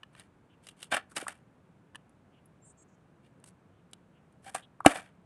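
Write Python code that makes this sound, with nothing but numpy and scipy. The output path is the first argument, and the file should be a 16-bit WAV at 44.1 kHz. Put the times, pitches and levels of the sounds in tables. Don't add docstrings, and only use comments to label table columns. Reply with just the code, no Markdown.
import sys
import numpy as np
from scipy import signal
from scipy.fft import rfft, irfft, next_fast_len
from scipy.io import wavfile

SR = 44100
rng = np.random.default_rng(int(sys.argv[2]) if len(sys.argv) > 2 else 0)


def to_wav(sig):
    pcm = np.clip(np.atleast_2d(sig), -1, 1) * 32767
    pcm = np.round(pcm).astype(np.int16)
    wavfile.write(sys.argv[1], SR, pcm.T)


N = 231789

# (frequency [Hz], relative level [dB], undamped t60 [s])
DECK_MODES = [(90, -21, 0.012), (162, -11, 0.012), (294.2, -3.5, 0.048), (495, -12, 0.028),
              (662, 3.5, 0.014), (786.5, -1.5, 0.023), (966, -12, 0.019), (1162, -19.5, 0.047),
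              (1303, -22.5, 0.075), (1430, -15, 0.031), (1617, -19.5, 0.06), (1717, -15.5, 0.037),
              (1895, -11, 0.016), (2094, -22.5, 0.043), (2337, -15, 0.026), (2660, -14.5, 0.027),
              (2918, -7.5, 0.014), (2942, -14, 0.038), (2982, -8.5, 0.0062), (3740, -16, 0.02),
              (4260, -17, 0.015), (5280, -26.5, 0.046), (6200, -26, 0.027)]
# (frequency [Hz], relative level [dB], t60 [s])
TRUCK_MODES = [(1070, 13.5, 0.01), (1760, -9.5, 0.013), (2510, -15, 0.0056), (2934, -0.5, 0.0067),
               (3430, -16, 0.019), (3920, -5, 0.011), (4940, -7, 0.0085), (8800, -9, 0.033),
               (9800, -7, 0.026), (10760, 3, 0.00442), (12600, -21, .002)]
# (time [s], peak level [dB], centre of excited modes [Hz],
#   their spread [octaves], contact time [s], grit crack level [dB], rattle level [dB],
#   skidding grit level [dB], rattle t60 [s])
DECK_KNOCKS = [(0.923, -19.5, 1430, 2, 0.00058, -33, -24.5, -36.5, 0.097),
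               (0.9438, -19, 1920, 1.74, 0.00096, -26, -32.5, -38, 0.065),
               (.9660, -19, 1490, 0.49, 0.00096, -28.5, -32.5, -45.5, 0.099),
               (1.1658, -27.5, 2980, 0.96, 0.0043, -34, -41, -41, 0.27),
               (1.281, -25, 1660, 0.89, 0.00049, -26, -49.5, -51.5, 0.23),
               (4.5473, -19.5, 970, 0.84, 0.0038, -25.5, -43.5, -45, 0.17),
               (4.8607, 7, 842, 3.4, 0.0014, -8.5, -35, -38.5, 0.33),
               (4.955, -26.5, 1280, 1.9, 0.0028, -40, -42.5, -47.5, 0.27)]
# (time [s], peak level [dB], centre of excited modes [Hz])
DECK_TAPS = [(1.225, -33, 435), (1.2660, -26.5, 1190), (4.8035, -26.5, 1100), (4.848, -16, 1096),
             (4.8568, -15.5, 1255), (4.9850, -34.5, 1450)]
# (time [s], peak level [dB], centre of excited modes [Hz], grit crack level [dB])
TRUCK_TICKS = [(.0315, -37, 2250, -56.5), (0.15, -43.5, 2135, -56), (0.1958, -48.5, 3870, -41.5),
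               (.6680, -45, 4430, -38.5), (0.6867, -40.5, 3170, -41), (0.828, -31.5, 3500, -33.5),
               (1.1683, -27.5, 5000, -42), (1.9471, -40, 2020, -52), (1.9552, -33, 2150, -41),
               (2.4568, -53.5, 13100, -77), (3.4400, -61, 6000, -40), (3.4737, -70, 7000, -51),
               (3.9320, -40, 3400, -38), (4.443, -65, 8020, -52)]
# (peak time [s], length [s], deck level [dB], centre of excited modes [Hz],
#   their spread [octaves], grit level [dB])
DRAG_STROKES = [(0.198, 0.15, -57.5, 2050, 1.6, -63), (0.679, .11, -57.5, 3040, 0.47, -56),
                (0.826, .12, -56, 3220, 0.74, -54), (1.116, 0.062, -62, 1370, 0.51, -62),
                (3.256, 0.11, -73.5, 2850, 1.15, -81), (3.476, 0.073, -89, 3510, 1.23, -59),
                (4.48, .115, -52, 1430, 1.7, -54)]
# (frequency [Hz], relative level [dB])
GRIT_COLOUR = [(50, -46), (300, -5), (1200, -1.5), (3200, -7), (4300, -6.5), (5500, -7), (7100, -5),
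               (8600, 4), (10600, -3), (11700, -11), (12700, -31), (15500, -31.5)]
# (start [s], length [s], pitch [Hz],
#   trill swing times the root of 2 [Hz], level [dB])
BIRD_SONG = [(2.614, 0.068, 7380, 30, -69), (2.634, 0.1, 8050, 1130, -64.5), (2.767, 0.077, 7580, 850, -68),
             (2.778, 0.07, 6540, 120, -76.5), (2.868, 0.1, 6700, 1100, -82)]
# (start [s], length [s], pitch [Hz], level [dB])
FAR_CALLS = [(0.49, 0.073, 2920, -75), (2.315, .096, 2870, -76.5), (3.705, 0.12, 3040, -85),
             (4.106, .11, 2640, -79.5), (4.619, 0.041, 3230, -63.5)]
# (frequency [Hz], relative level [dB per Hz])
TRAFFIC_COLOUR = [(15, -64), (25, -16), (49, -15), (82, -6), (178, 0), (209, -5), (246, -6), (389, -11.5),
                  (433, -12), (1660, -22.5), (1900, -27), (2420, -29), (5010, -43), (9050, -41.5),
                  (15500, -61)]
# (frequency [Hz], relative level [dB])
LOT_COLOUR = [(100, -13.5), (300, 0.5), (1500, 2), (3000, 0), (6000, -10), (9000, -7), (14000, -18.5)]

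SKID_LEAD_S = 0.018
BOUNCE_S, BOUNCE_JITTER = 0.012, 0.12
RATTLE_HZ, RATTLE_OCTAVES = 1630, 1.51
REBOUND_CONTACT_S, REBOUND_CHANCE_DB = 0.0008, 3.0
REBOUND_ABOVE_SKID_DB, REBOUND_GRIT_DB = 9.0, 7.0

BALANCING_S = (2.0, 4.4)
FAINT_TICK_DB, FAINT_TICK_HZ, FAINT_GRIT_DB = -68, 8000, -63

SCRAPE_RISE = 0.5
SCRAPE_EDGE_DB = -25
SQUEAK_S, SQUEAK_LENGTH_S, SQUEAK_HZ, SQUEAK_DB = 4.456, 0.046, 790, -52
SQUEAK_WAVER, SQUEAK_UNEVEN_DB = 0.07, 5.0

LOT_T60_S, LOT_DB = 0.23, -33.5
SONG_TRILL_HZ, SONG_WAVER = 800, 0.38
CALL_TRILL_HZ, CALL_DEPTH_HZ, CALL_WAVER, CALL_SAG_HZ_PER_S = 399, 442, 0.785, 2190
TRAFFIC_DB = -62
CUTOFF_HZ = 15800


def knocks(crack_t60=0.017):
    out = np.zeros(N)
    for s, db, centre_hz, octaves, contact_s, grit_db, rattle_db, skid_grit_db, t60 in DECK_KNOCKS:
        add(out, s, blow(db, centre_hz, octaves, contact_s))
        add(out, s, from_db(grit_db) * pressed(crack(crack_t60), contact_s))
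        add(out, s, rebounds(rattle_db, skid_grit_db, t60))
        add(out, s - SKID_LEAD_S, skid(rattle_db, skid_grit_db, t60))
    return out


def blow(db, centre_hz, octaves, contact_s):
    return from_db(db) * pressed(deck(centre_hz, octaves), contact_s)


def rebounds(db, grit_db, t60, crack_t60=0.021, count=9):
    out = np.zeros(SR // 2)
    for k, (late, strength, spot) in enumerate(rng.standard_normal((count, 3)), 1):
        s = BOUNCE_S * (k + BOUNCE_JITTER * late)
        fall_db = -60 * s / t60
        touch_db = fall_db + REBOUND_CHANCE_DB * strength
        centre_hz = RATTLE_HZ * 2 ** (0.3 * spot)
        add(out, s, blow(db + REBOUND_ABOVE_SKID_DB + touch_db, centre_hz, RATTLE_OCTAVES, REBOUND_CONTACT_S))
        grit_crack = pressed(crack(crack_t60), REBOUND_CONTACT_S)
        add(out, s, from_db(grit_db + REBOUND_GRIT_DB + touch_db) * grit_crack)
    return out


def skid(db, grit_db, t60, lead_db=-34, grit_fades=1.3):
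    t = seconds(0.35) - SKID_LEAD_S
    rise_db = lead_db * np.maximum(-t, 0) / SKID_LEAD_S
    fall_db = -60 * np.maximum(t, 0) / t60
    deck_db = db + rise_db + fall_db
    crunch_db = grit_db + rise_db + grit_fades * fall_db
    return dragged(deck_db, crunch_db, RATTLE_HZ, RATTLE_OCTAVES)


def taps(octaves=0.39, contact_s=0.00087, damping=2.1, grit_db=-27, crack_t60=0.016):
    out = np.zeros(N)
    for s, db, centre_hz in DECK_TAPS:
        add(out, s, from_db(db) * pressed(deck(centre_hz, octaves, damping), contact_s))
        add(out, s, from_db(db + grit_db) * pressed(crack(crack_t60), contact_s))
    return out


def ticks(octaves=0.56, contact_s=0.0012, crack_t60=0.016,
          chatter_per_s=1500, chatter_db=1.5, chatter_t60=0.019):
    out, t = np.zeros(N), seconds(0.03)
    for s, db, centre_hz, grit_db in TRUCK_TICKS + faint_ticks():
        chatter = grains(len(t), chatter_per_s, chatter_db)
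        chatter[0] = 2
        chatter = chatter * from_db(-60 * t / chatter_t60)
        metal = driven(chatter, ringing(TRUCK_MODES, centre_hz, octaves))
        add(out, s, from_db(db) * pressed(metal, contact_s))
        add(out, s, from_db(grit_db) * pressed(crack(crack_t60), contact_s))
    return out


def faint_ticks(count=5):
    shares = (np.arange(count) + rng.random(count)) / count
    times = np.interp(shares, [0, 1], BALANCING_S)
    chance_db = 2 * rng.standard_normal(count)
    return [(s, FAINT_TICK_DB + db, FAINT_TICK_HZ, FAINT_GRIT_DB + db) for s, db in zip(times, chance_db)]


def scrapes():
    out = np.zeros(N)
    for peak, length, db, centre_hz, octaves, grit_db in DRAG_STROKES:
        t, rise_s = seconds(length), SCRAPE_RISE * length
        swell_db = np.interp(t, [0, rise_s, length], [SCRAPE_EDGE_DB, 0, SCRAPE_EDGE_DB])
        add(out, peak - rise_s, dragged(db + swell_db, grit_db + swell_db, centre_hz, octaves))
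    return out


def dragged(swell_db, grit_swell_db, centre_hz, octaves, catches_per_s=220, catch_db=5.5,
            slips_per_s=1600, slip_db=3.0, grit_per_s=9000, grit_spread_db=5.0, damping=2.1):
    count = len(swell_db)
    catching_db = catch_db * drift(count, catches_per_s)
    slips = rms_one(grains(count, slips_per_s, slip_db)) * from_db(swell_db + catching_db)
    out = driven(slips, deck(centre_hz, octaves, damping))
    crunch = coloured(grains(count, grit_per_s, grit_spread_db), GRIT_COLOUR)
    add(out, 0, from_db(grit_swell_db + catching_db) * crunch)
    return out


def squeak(waver_per_s=300, centre_hz=1500, octaves=2.2):
    out, count = np.zeros(N), len(seconds(SQUEAK_LENGTH_S))
    cycles = np.cumsum(SQUEAK_HZ * (1 + SQUEAK_WAVER * drift(count, waver_per_s))) / SR
    uneven = from_db(SQUEAK_UNEVEN_DB * rng.standard_normal(count))
    slips = np.diff(np.floor(cycles), prepend=0) * uneven
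    force = rms_one(slips * signal.windows.tukey(count, 0.5))
    add(out, SQUEAK_S, from_db(SQUEAK_DB) * driven(force, deck(centre_hz, octaves)))
    return out


def deck(centre_hz, octaves, damping=1, lowest_hz=105):
    corner_hz = max(centre_hz / 2 ** (1 + octaves), lowest_hz)
    high_pass = signal.butter(2, corner_hz, "high", fs=SR, output="sos")
    return signal.sosfilt(high_pass, ringing(DECK_MODES, centre_hz, octaves, damping))


def ringing(modes, centre_hz, octaves, damping=1, chance_db=0.5):
    t = seconds(0.12)
    hz, db, t60 = np.transpose(modes)[:, :, None]
    away = np.log2(hz / centre_hz) / octaves
    strength = from_db(chance_db * rng.standard_normal(hz.shape)) / (1 + away ** 2) ** 2
    sines = from_db(db - 60 * damping * t / t60) * np.sin(2 * np.pi * hz * t)
    signs = (-1) ** np.arange(len(modes))
    return signs @ (strength * sines)


def crack(t60):
    t = seconds(0.06)
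    return coloured(rng.standard_normal(len(t)), GRIT_COLOUR) * from_db(-60 * t / t60)


def pressed(sound, contact_s):
    t = np.arange(len(sound)) / SR
    return peak_one(sound * (1 - np.exp(-(t / contact_s) ** 2)))


def driven(force, answer):
    return signal.fftconvolve(force, answer / np.linalg.norm(answer))


def car_park(x, build_s=0.016):
    t = seconds(0.8)
    fall = from_db(-60 * t / LOT_T60_S)
    tail = coloured(rng.standard_normal(len(t)), LOT_COLOUR) * fall * (1 - np.exp(-t / build_s))
    return from_db(LOT_DB) * signal.fftconvolve(x, tail / np.linalg.norm(tail))[:N]


def birds():
    out = np.zeros(N)
    for start, length, hz, depth_hz, db in BIRD_SONG:
        add(out, start, from_db(db) * chirp(length, hz, depth_hz, SONG_TRILL_HZ, SONG_WAVER))
    for start, length, hz, db in FAR_CALLS:
        call = chirp(length, hz, CALL_DEPTH_HZ, CALL_TRILL_HZ, CALL_WAVER, CALL_SAG_HZ_PER_S)
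        add(out, start, from_db(db) * call)
    return out


def chirp(length, hz, depth_hz, trill_hz, waver, sag_hz_per_s=0,
          flutter_db=2.5, flutter_per_s=100, wobble=0.17, wobble_per_s=70):
    t = seconds(length)
    trill = np.sin(2 * np.pi * trill_hz * t) + waver * drift(len(t), 2 * trill_hz)
    sagging_hz = hz - sag_hz_per_s * (t - length / 2)
    pitch = sagging_hz + depth_hz * (trill / np.sqrt(2) + wobble * drift(len(t), wobble_per_s))
    loudness = signal.windows.tukey(len(t), 0.5) * from_db(flutter_db * drift(len(t), flutter_per_s))
    return rms_one(loudness * np.sin(2 * np.pi * np.cumsum(pitch) / SR))


def traffic():
    return from_db(TRAFFIC_DB) * coloured(rng.standard_normal(N), TRAFFIC_COLOUR)


def from_db(db):
    return 10 ** (np.asarray(db) / 20)


def rms_one(x):
    return x / np.sqrt(np.mean(x ** 2) + 1e-20)


def peak_one(x):
    return x / (np.abs(x).max() + 1e-20)


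def seconds(length):
    return np.arange(max(int(length * SR), 64)) / SR


def add(out, start, sound):
    at = max(round(start * SR), 0)
    out[at:at + len(sound)] += sound[:max(len(out) - at, 0)]


def coloured(x, spectrum):
    hz, db = np.transpose(spectrum)
    size = next_fast_len(len(x))
    bins = np.maximum(np.fft.rfftfreq(size, 1 / SR), 1)
    gain = from_db(np.interp(np.log(bins), np.log(hz), db))
    return rms_one(irfft(rfft(x, size) * gain, size)[:len(x)])


def grains(count, per_s, spread_db):
    sizes = from_db(spread_db * np.minimum(rng.exponential(1, count), 3))
    signs = rng.choice([-1, 1], count)
    return sizes * signs * (rng.random(count) < per_s / SR) + 1e-9


def drift(count, per_s):
    steps = np.arange(count) * per_s / SR
    values = rng.standard_normal(count)
    return np.interp(steps, np.arange(count), values)


def scene(bass_cut_hz=50):
    board = knocks() + taps() + ticks() + scrapes() + squeak()
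    high_pass = signal.butter(2, bass_cut_hz, "high", fs=SR, output="sos")
    board = signal.sosfilt(high_pass, board)
    return (board + car_park(board) + traffic() + birds())[None]


def record(dry, top=1.0, coupling_hz=32):
    held = dry / (1 + (dry / top) ** 4) ** (1 / 4)
    high_pass = signal.butter(2, coupling_hz, "high", fs=SR, output="sos")
    held = signal.sosfilt(high_pass, held)
    low_pass = signal.ellip(10, 0.1, 80, CUTOFF_HZ, fs=SR, output="sos")
    return signal.sosfilt(low_pass, held)


dry = scene()
out = record(dry)
to_wav(out)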